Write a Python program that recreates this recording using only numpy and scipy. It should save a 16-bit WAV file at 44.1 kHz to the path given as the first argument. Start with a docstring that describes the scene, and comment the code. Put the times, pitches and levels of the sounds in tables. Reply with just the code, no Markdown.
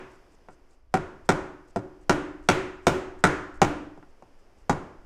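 """Mallet on a wooden block

A rubber mallet knocks a wooden block held against a steel frame in a concrete workshop.
The block's modes give a short hollow knock, the frame rings on faintly, the room carries the tail.
Between blows the block taps the frame and a sleeve rustles. Moving air rumbles at the microphone,
swelling with each swing, over a steady hush that dips briefly."""
import sys
import numpy as np
from scipy import signal
from scipy.fft import rfft, irfft, next_fast_len
from scipy.io import wavfile
from scipy.ndimage import uniform_filter1d

SR = 44100
rng = np.random.default_rng(int(sys.argv[2]) if len(sys.argv) > 2 else 0)


def put_to_file(sound):
    """Save the sound as 16-bit audio at rate SR, in the file named by the first command-line argument."""
    columns = np.atleast_2d(sound).T  # one column per channel
    safe = np.clip(columns, -1, 1)
    whole_steps = np.round(safe * 32767)
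    wavfile.write(sys.argv[1], SR, whole_steps.astype(np.int16))


N = 222749
LEAD = SR // 2  # samples before the start, so an earlier blow still rings

# mallet blows (time [s], knock [dB], pitch [Hz], then
# hollow, slap, tick, crack, lower hum, upper hum, steel ring [dB re knock])
BLOWS = [(-.17, -12, 745, -15, -2.5, 1, -15.5, -36, -22, -58),
         (0.94, -10.5, 755, -2.5, -6.5, -8, -20, -48, -29, -68),
         (1.2902, -6.5, 747, -18, -4.5, -8, -17.5, -30.5, -25, -54),
         (1.7601, -17.5, 683, -4, -11, -15.5, -23.5, -27.5, -23, -62),
         (2.095, -6.5, 814, -17.5, -4.5, -5, -17, -22.5, -24, -54),
         (2.4876, -7.5, 738, -15.5, -1.5, 2, -12.5, -29, -18.5, -45),
         (2.8685, -5.5, 702, -10, -7, -4.5, -15, -30.5, -20.5, -45.5),
         (3.2389, -6, 737, -13, 1, -4, -14, -26, -25.5, -50.5),
         (3.6167, -3.5, 793, -7, -9, -6, -18.5, -24.5, -33.5, -53),
         (4.6954, -8, 822, -9, -9.5, -11.5, -21, -42, -33, -61)]
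# block set against the frame (time [s], knock [dB], pitch [Hz], then thud, slap, tick [dB re knock])
TAPS = [(0.4853, -33.5, 740, -10.5, -10, -12), (3.9753, -37.5, 666, -2.5, -16, -24),
        (4.026, -42, 867, -6, -4.5, -9), (4.2232, -36.5, 767, -10, -20, -14)]
# hand-damped modes of block and mallet head (frequency [Hz], level [dB], t60 [s])
THUD_MODES = [(81, -16, 0.13), (110, -4, 0.22), (146.5, -0.5, 0.15), (174.1, 4, 0.09), (276, -0.5, 0.072),
              (372.8, 2.5, 0.078)]
KNOCK_MODES = [(568, -2.5, 0.028), (653, 2, 0.027), (738.3, 5, 0.03), (872, 4, 0.024), (959, 3.5, 0.014)]
SLAP_MODES = [(1170, -4, 0.019), (1375, 0, 0.046), (1436, 3, 0.025), (1911, 2.5, 0.017)]
TICK_MODES = [(2273, 1.5, 0.017), (2750, -0.5, .013), (3260, -6, 0.0086)]
# main block mode, ringing on in a loose grip (frequency [Hz], level [dB], t60 [s])
HOLLOW_MODE = [(747.5, -2, .1)]
# contact noise; the snap is its first, brightest instant (frequency [Hz], level [dB])
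CRACK_SPECTRUM = [(2500, -8.5), (3600, -1), (4500, -6), (5500, -1.5), (7500, -5.5), (9000, -10),
                  (11000, -27), (13000, -25.5), (16000, -37.5)]
SNAP_SPECTRUM = [(3000, -17.5), (7000, -4.5), (11000, -8.5), (13000, -8), (16000, -20)]
# steel frame modes (frequency [Hz], level [dB], t60 [s])
LOWER_HUM_MODES = [(287.8, 0, 0.97), (307, 0.5, 1), (334, -9, 1)]
UPPER_HUM_MODES = [(353.2, -6, 1), (365.6, 1, 0.64), (376.3, 0.5, 0.87), (385, -2.5, 0.68),
                   (552, -5.5, 0.57), (794, -14.5, 0.32)]
CLANG_MODES = [(1402, -29, 0.45), (1433, -25.5, .6), (1476, -28.5, 0.4), (1895, -30, 0.28),
               (2234, -32.5, .35)]
STEEL_MODES = [(13400, -8.5, .33), (13840, -3, .3), (14180, -18.5, .25)]
# near surfaces (delay [s], level [dB])
ECHOES = [(.0043, -7.5), (.0078, -10.5), (0.0116, -4.5), (0.0145, -15), (0.0177, -12), (.0246, -12.5),
          (0.0313, -10.5)]
# room decay (frequency [Hz], t60 [s])
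ROOM_T60 = [(60, 1), (160, 0.75), (420, 0.61), (1100, 0.79), (1500, 0.83), (2900, 0.66), (7700, 0.55),
            (14000, 0.28)]
# tail colour (frequency [Hz], level [dB])
ROOM_SPECTRUM = [(60, 3), (150, 6.5), (350, 9), (750, 1), (1100, 1.5), (1500, 1.5), (2500, -6.5),
                 (4300, -10), (6500, -5), (10000, -14), (15000, -39)]
# band centres (thud, knock, slap, tick, crack [Hz])
BANDS_HZ = [200, 750, 1600, 2600, 6000]
# slow jolt of the microphone stand and a lingering low room boom
# (frequency [Hz], level [dB re knock], t60 [s])
LOW_MODES = [(15, -21.5, .3), (78.4, -34.5, 0.83)]
# moving air (frequency [Hz], level [dB])
AIR_SPECTRUM = [(3, -29), (10, 2), (25, -9), (65, -19), (130, -41), (20000, -86)]
# background hush (frequency [Hz], level [dB])
HUSH_SPECTRUM = [(35, -25.5), (60, -10), (168, -19), (301, -11), (700, -17), (3000, -31), (4000, -40),
                 (5000, -31.5), (7000, -40), (13000, -48.5), (15500, -63)]
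# hush envelope (time [s], level [dB])
HUSH_LEVELS = [(0, -57.5), (.74, -65.5), (0.899, -73.5), (.95, -62.5), (5.05, -62)]
# sleeve and hand sliding (time [s], length [s], level [dB])
RUSTLES = [(0.088, 0.089, -71.5), (0.305, 0.057, -72.5), (0.49, 0.072, -72.5), (.68, 0.085, -74.5),
           (1.245, 0.028, -71), (1.666, 0.056, -73), (2.004, 0.043, -74), (2.418, 0.076, -73),
           (2.81, 0.1, -75), (3.18, .04, -69), (3.532, 0.056, -71.5), (4.077, 0.037, -80),
           (4.381, 0.04, -76), (4.555, 0.091, -78)]
RUSTLE_HZ = 6670
# cloth friction (frequency [Hz], level [dB])
RUSTLE_SPECTRUM = [(500, -24), (0.34 * RUSTLE_HZ, -12), (0.97 * RUSTLE_HZ, 0), (1.2 * RUSTLE_HZ, 0),
                   (1.6 * RUSTLE_HZ, -14), (20000, -40)]

KNOCK_REF_HZ = 745  # pitch at which knock and hollow modes are listed; the grip shifts them
THUD_DB, THUD_PER_KNOCK_DB = -7, -0.32  # softer blows are duller
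TAIL_DB, TAIL_PER_CRACK_DB = 7, 0.4029  # a harder crack excites more room
CRACK_T60_S, SNAP_T60_S, SNAP_RE_CRACK_DB = 0.03, 0.005, -10.5
AIR_DB, GUST_RE_KNOCK_DB, GUST_LEAD_S, GUST_WIDTH_S = -56.5, -42, 0.044, 0.085
LAST_SWING_S, LAST_SWING_DB = 5.09, -6  # gust only, under way at the end
HEADROOM, CUTOFF_HZ = 1.3, 16300


def amp(db):
    return 10 ** (np.asarray(db) / 20)


def unit_rms(x):
    return x / np.sqrt(np.mean(x ** 2) + 1e-20)


def curve_at(points, hz):
    """Interpolate over log frequency."""
    points_hz, values = np.transpose(points)
    return np.interp(np.log(hz + 1), np.log(points_hz + 1), values)


def add(mix, time_s, sound):
    part = mix[round(time_s * SR) + LEAD:][:len(sound)]
    part += sound[:len(part)]


def noise(spectrum, size):
    """Coloured noise, rms 1."""
    fft_size = next_fast_len(size)
    gain = amp(curve_at(spectrum, np.fft.rfftfreq(fft_size, 1 / SR)))
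    return unit_rms(irfft(rfft(rng.standard_normal(fft_size)) * gain, fft_size)[:size])


def flutter(size, depth_db, smooth_samples):
    """Randomly wavering gain."""
    return amp(depth_db * unit_rms(uniform_filter1d(rng.standard_normal(size), smooth_samples)))


def ring(modes, t, rise_s, shift=1):
    """Damped sines that swell during contact."""
    hz, db, t60_s = np.transpose(modes)[:, :, None]
    sines = amp(db - 60 * t / t60_s) * np.sin(2 * np.pi * hz * shift * t)
    return sines.sum(0) * (1 - np.exp(-t / rise_s)) ** 2


def near_echoes(x):
    """Bench, floor and wall reflections; block and arms stand a little differently each time."""
    response = np.zeros(SR // 10)
    for delay_s, db in ECHOES:
        level_jitter, delay_jitter = rng.standard_normal(2)
        response[round(abs(delay_s + 0.0003 * delay_jitter) * SR)] += amp(db + 1.1 * level_jitter)
    return signal.fftconvolve(x, response)[:len(x)]


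def wood_block(t, pitch_hz, thud_db, slap_db, tick_db, crack_db, echo_db):
    """Wood modes and contact noise, with near echoes."""
    wood = ring(KNOCK_MODES, t, rise_s=0.00085, shift=pitch_hz / KNOCK_REF_HZ)
    wood += amp(thud_db) * ring(THUD_MODES, t, rise_s=0.0031)
    wood += amp(slap_db) * ring(SLAP_MODES, t, rise_s=0.00057)
    wood += amp(tick_db) * ring(TICK_MODES, t, rise_s=0.00064)
    crack = amp(crack_db - 60 * t / CRACK_T60_S) * noise(CRACK_SPECTRUM, len(t))
    crack *= 1 - np.exp(-t / 0.00023)
    echoes = amp(echo_db) * near_echoes(0.49 * wood + 0.79 * crack)  # rough surfaces return less treble
    snap = amp(crack_db + SNAP_RE_CRACK_DB - 60 * t / SNAP_T60_S) * noise(SNAP_SPECTRUM, len(t))
    return 0.59 * wood + 1.29 * crack + echoes + snap


def steel_frame(t, slap_db, lower_db, upper_db, steel_db):
    """Frame modes: two hums, a clang that follows the slap, a fluttering high ring."""
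    hum = amp(lower_db) * ring(LOWER_HUM_MODES, t, rise_s=0.013)
    hum += amp(upper_db) * ring(UPPER_HUM_MODES, t, rise_s=0.0055)
    clang = amp(slap_db) * ring(CLANG_MODES, t, rise_s=0.005)
    high_ring = amp(steel_db) * ring(STEEL_MODES, t, rise_s=0.006)
    return hum + clang + high_ring * flutter(len(t), depth_db=4, smooth_samples=400)


def room_tail(t, thud_db, slap_db, tick_db, crack_db):
    """Dense echoes blur the modes into broad bands, each decaying at its own rate."""
    pulses = np.zeros(len(t))
    slots = np.arange(0, len(t) - 10, 10)
    pulses[slots + rng.integers(0, 10, len(slots))] = rng.choice([-1., 1.], len(slots))
    hz, frame_s, bands = signal.stft(pulses, SR, nperseg=512)
    balance = np.transpose([BANDS_HZ, [thud_db, 0, slap_db, tick_db, crack_db]])
    colour = amp(curve_at(ROOM_SPECTRUM, hz) + curve_at(balance, hz))
    decay = amp(-60 * frame_s / curve_at(ROOM_T60, hz)[:, None])
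    _, tail = signal.istft(bands * colour[:, None] * decay, SR, nperseg=512)
    build_up = 1 - np.exp(-t / 0.0032)
    return tail[:len(t)] * build_up


def impact(knock_db, pitch_hz, bands_db, frame_db, tail_db, echo_db=0):
    """Block, frame and room together, faded out over 0.5 s."""
    thud_db, slap_db, tick_db, crack_db = bands_db
    t = np.arange(SR // 2) / SR
    block = wood_block(t, pitch_hz, thud_db, slap_db, tick_db, crack_db, echo_db)
    frame = steel_frame(t, slap_db, *frame_db)
    room = amp(tail_db) * room_tail(t, *bands_db)
    fade = np.sqrt(abs(np.cos(np.pi * t)))
    return amp(knock_db) * (block + frame + room) * fade


def mallet_blow(knock_db, pitch_hz, hollow_db, slap_db, tick_db, crack_db, *frame_db):
    """Full impact, plus hollow ring, slow jolt of the microphone stand and low room boom."""
    thud_db = THUD_DB + THUD_PER_KNOCK_DB * knock_db
    tail_db = TAIL_DB + TAIL_PER_CRACK_DB * crack_db
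    struck = impact(knock_db, pitch_hz, (thud_db, slap_db, tick_db, crack_db), frame_db, tail_db)
    t = np.arange(len(struck)) / SR
    hollow = amp(hollow_db) * ring(HOLLOW_MODE, t, rise_s=0.0012, shift=pitch_hz / KNOCK_REF_HZ)
    lows = ring(LOW_MODES, t, rise_s=0.012) * np.cos(np.pi * t)
    return struck + amp(knock_db) * (hollow + lows)


def air_rumble(t):
    """Low air noise; each swing pushes a gust ahead of the blow."""
    swings = [row[:2] for row in BLOWS] + [(LAST_SWING_S, LAST_SWING_DB)]
    gusts = sum(amp(db + GUST_RE_KNOCK_DB) * np.exp(-((t - time_s + GUST_LEAD_S) / GUST_WIDTH_S) ** 2)
                for time_s, db in swings)
    return noise(AIR_SPECTRUM, len(t)) * (amp(AIR_DB) + gusts)


def hush(t):
    """Background noise; the level dips briefly."""
    return noise(HUSH_SPECTRUM, len(t)) * amp(np.interp(t, *np.transpose(HUSH_LEVELS)))


def sleeve_rustle(length_s, db):
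    """Sliding cloth: a short swell of grainy treble noise."""
    size = round(length_s * SR)
    grain = flutter(SR // 2, depth_db=3, smooth_samples=150)
    friction = noise(RUSTLE_SPECTRUM, len(grain)) * grain
    return amp(db) * friction[:size] * signal.windows.tukey(size, 0.6)


def block_tap(knock_db, pitch_hz, thud_db, slap_db, tick_db, crack_db=-30):
    """Block set against the frame by hand: a light, dry impact."""
    return impact(knock_db, pitch_hz, (thud_db, slap_db, tick_db, crack_db),
                  frame_db=(-32.5, -32.5, -62), tail_db=-5, echo_db=-5)


def scene():
    mix = np.zeros(LEAD + N)
    for source, events in (sleeve_rustle, RUSTLES), (mallet_blow, BLOWS), (block_tap, TAPS):
        for time_s, *settings in events:
            add(mix, time_s, source(*settings))
    t = np.arange(N) / SR
    return (mix[LEAD:] + air_rumble(t) + hush(t))[None]


def record(dry):
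    """Soft saturation, then low-pass."""
    saturated = HEADROOM * np.tanh(dry / HEADROOM)
    lowpass = signal.firwin(511, CUTOFF_HZ, window=("kaiser", 9), fs=SR)
    return signal.oaconvolve(saturated, lowpass[None], "same")


dry = scene()
out = record(dry)
put_to_file(out)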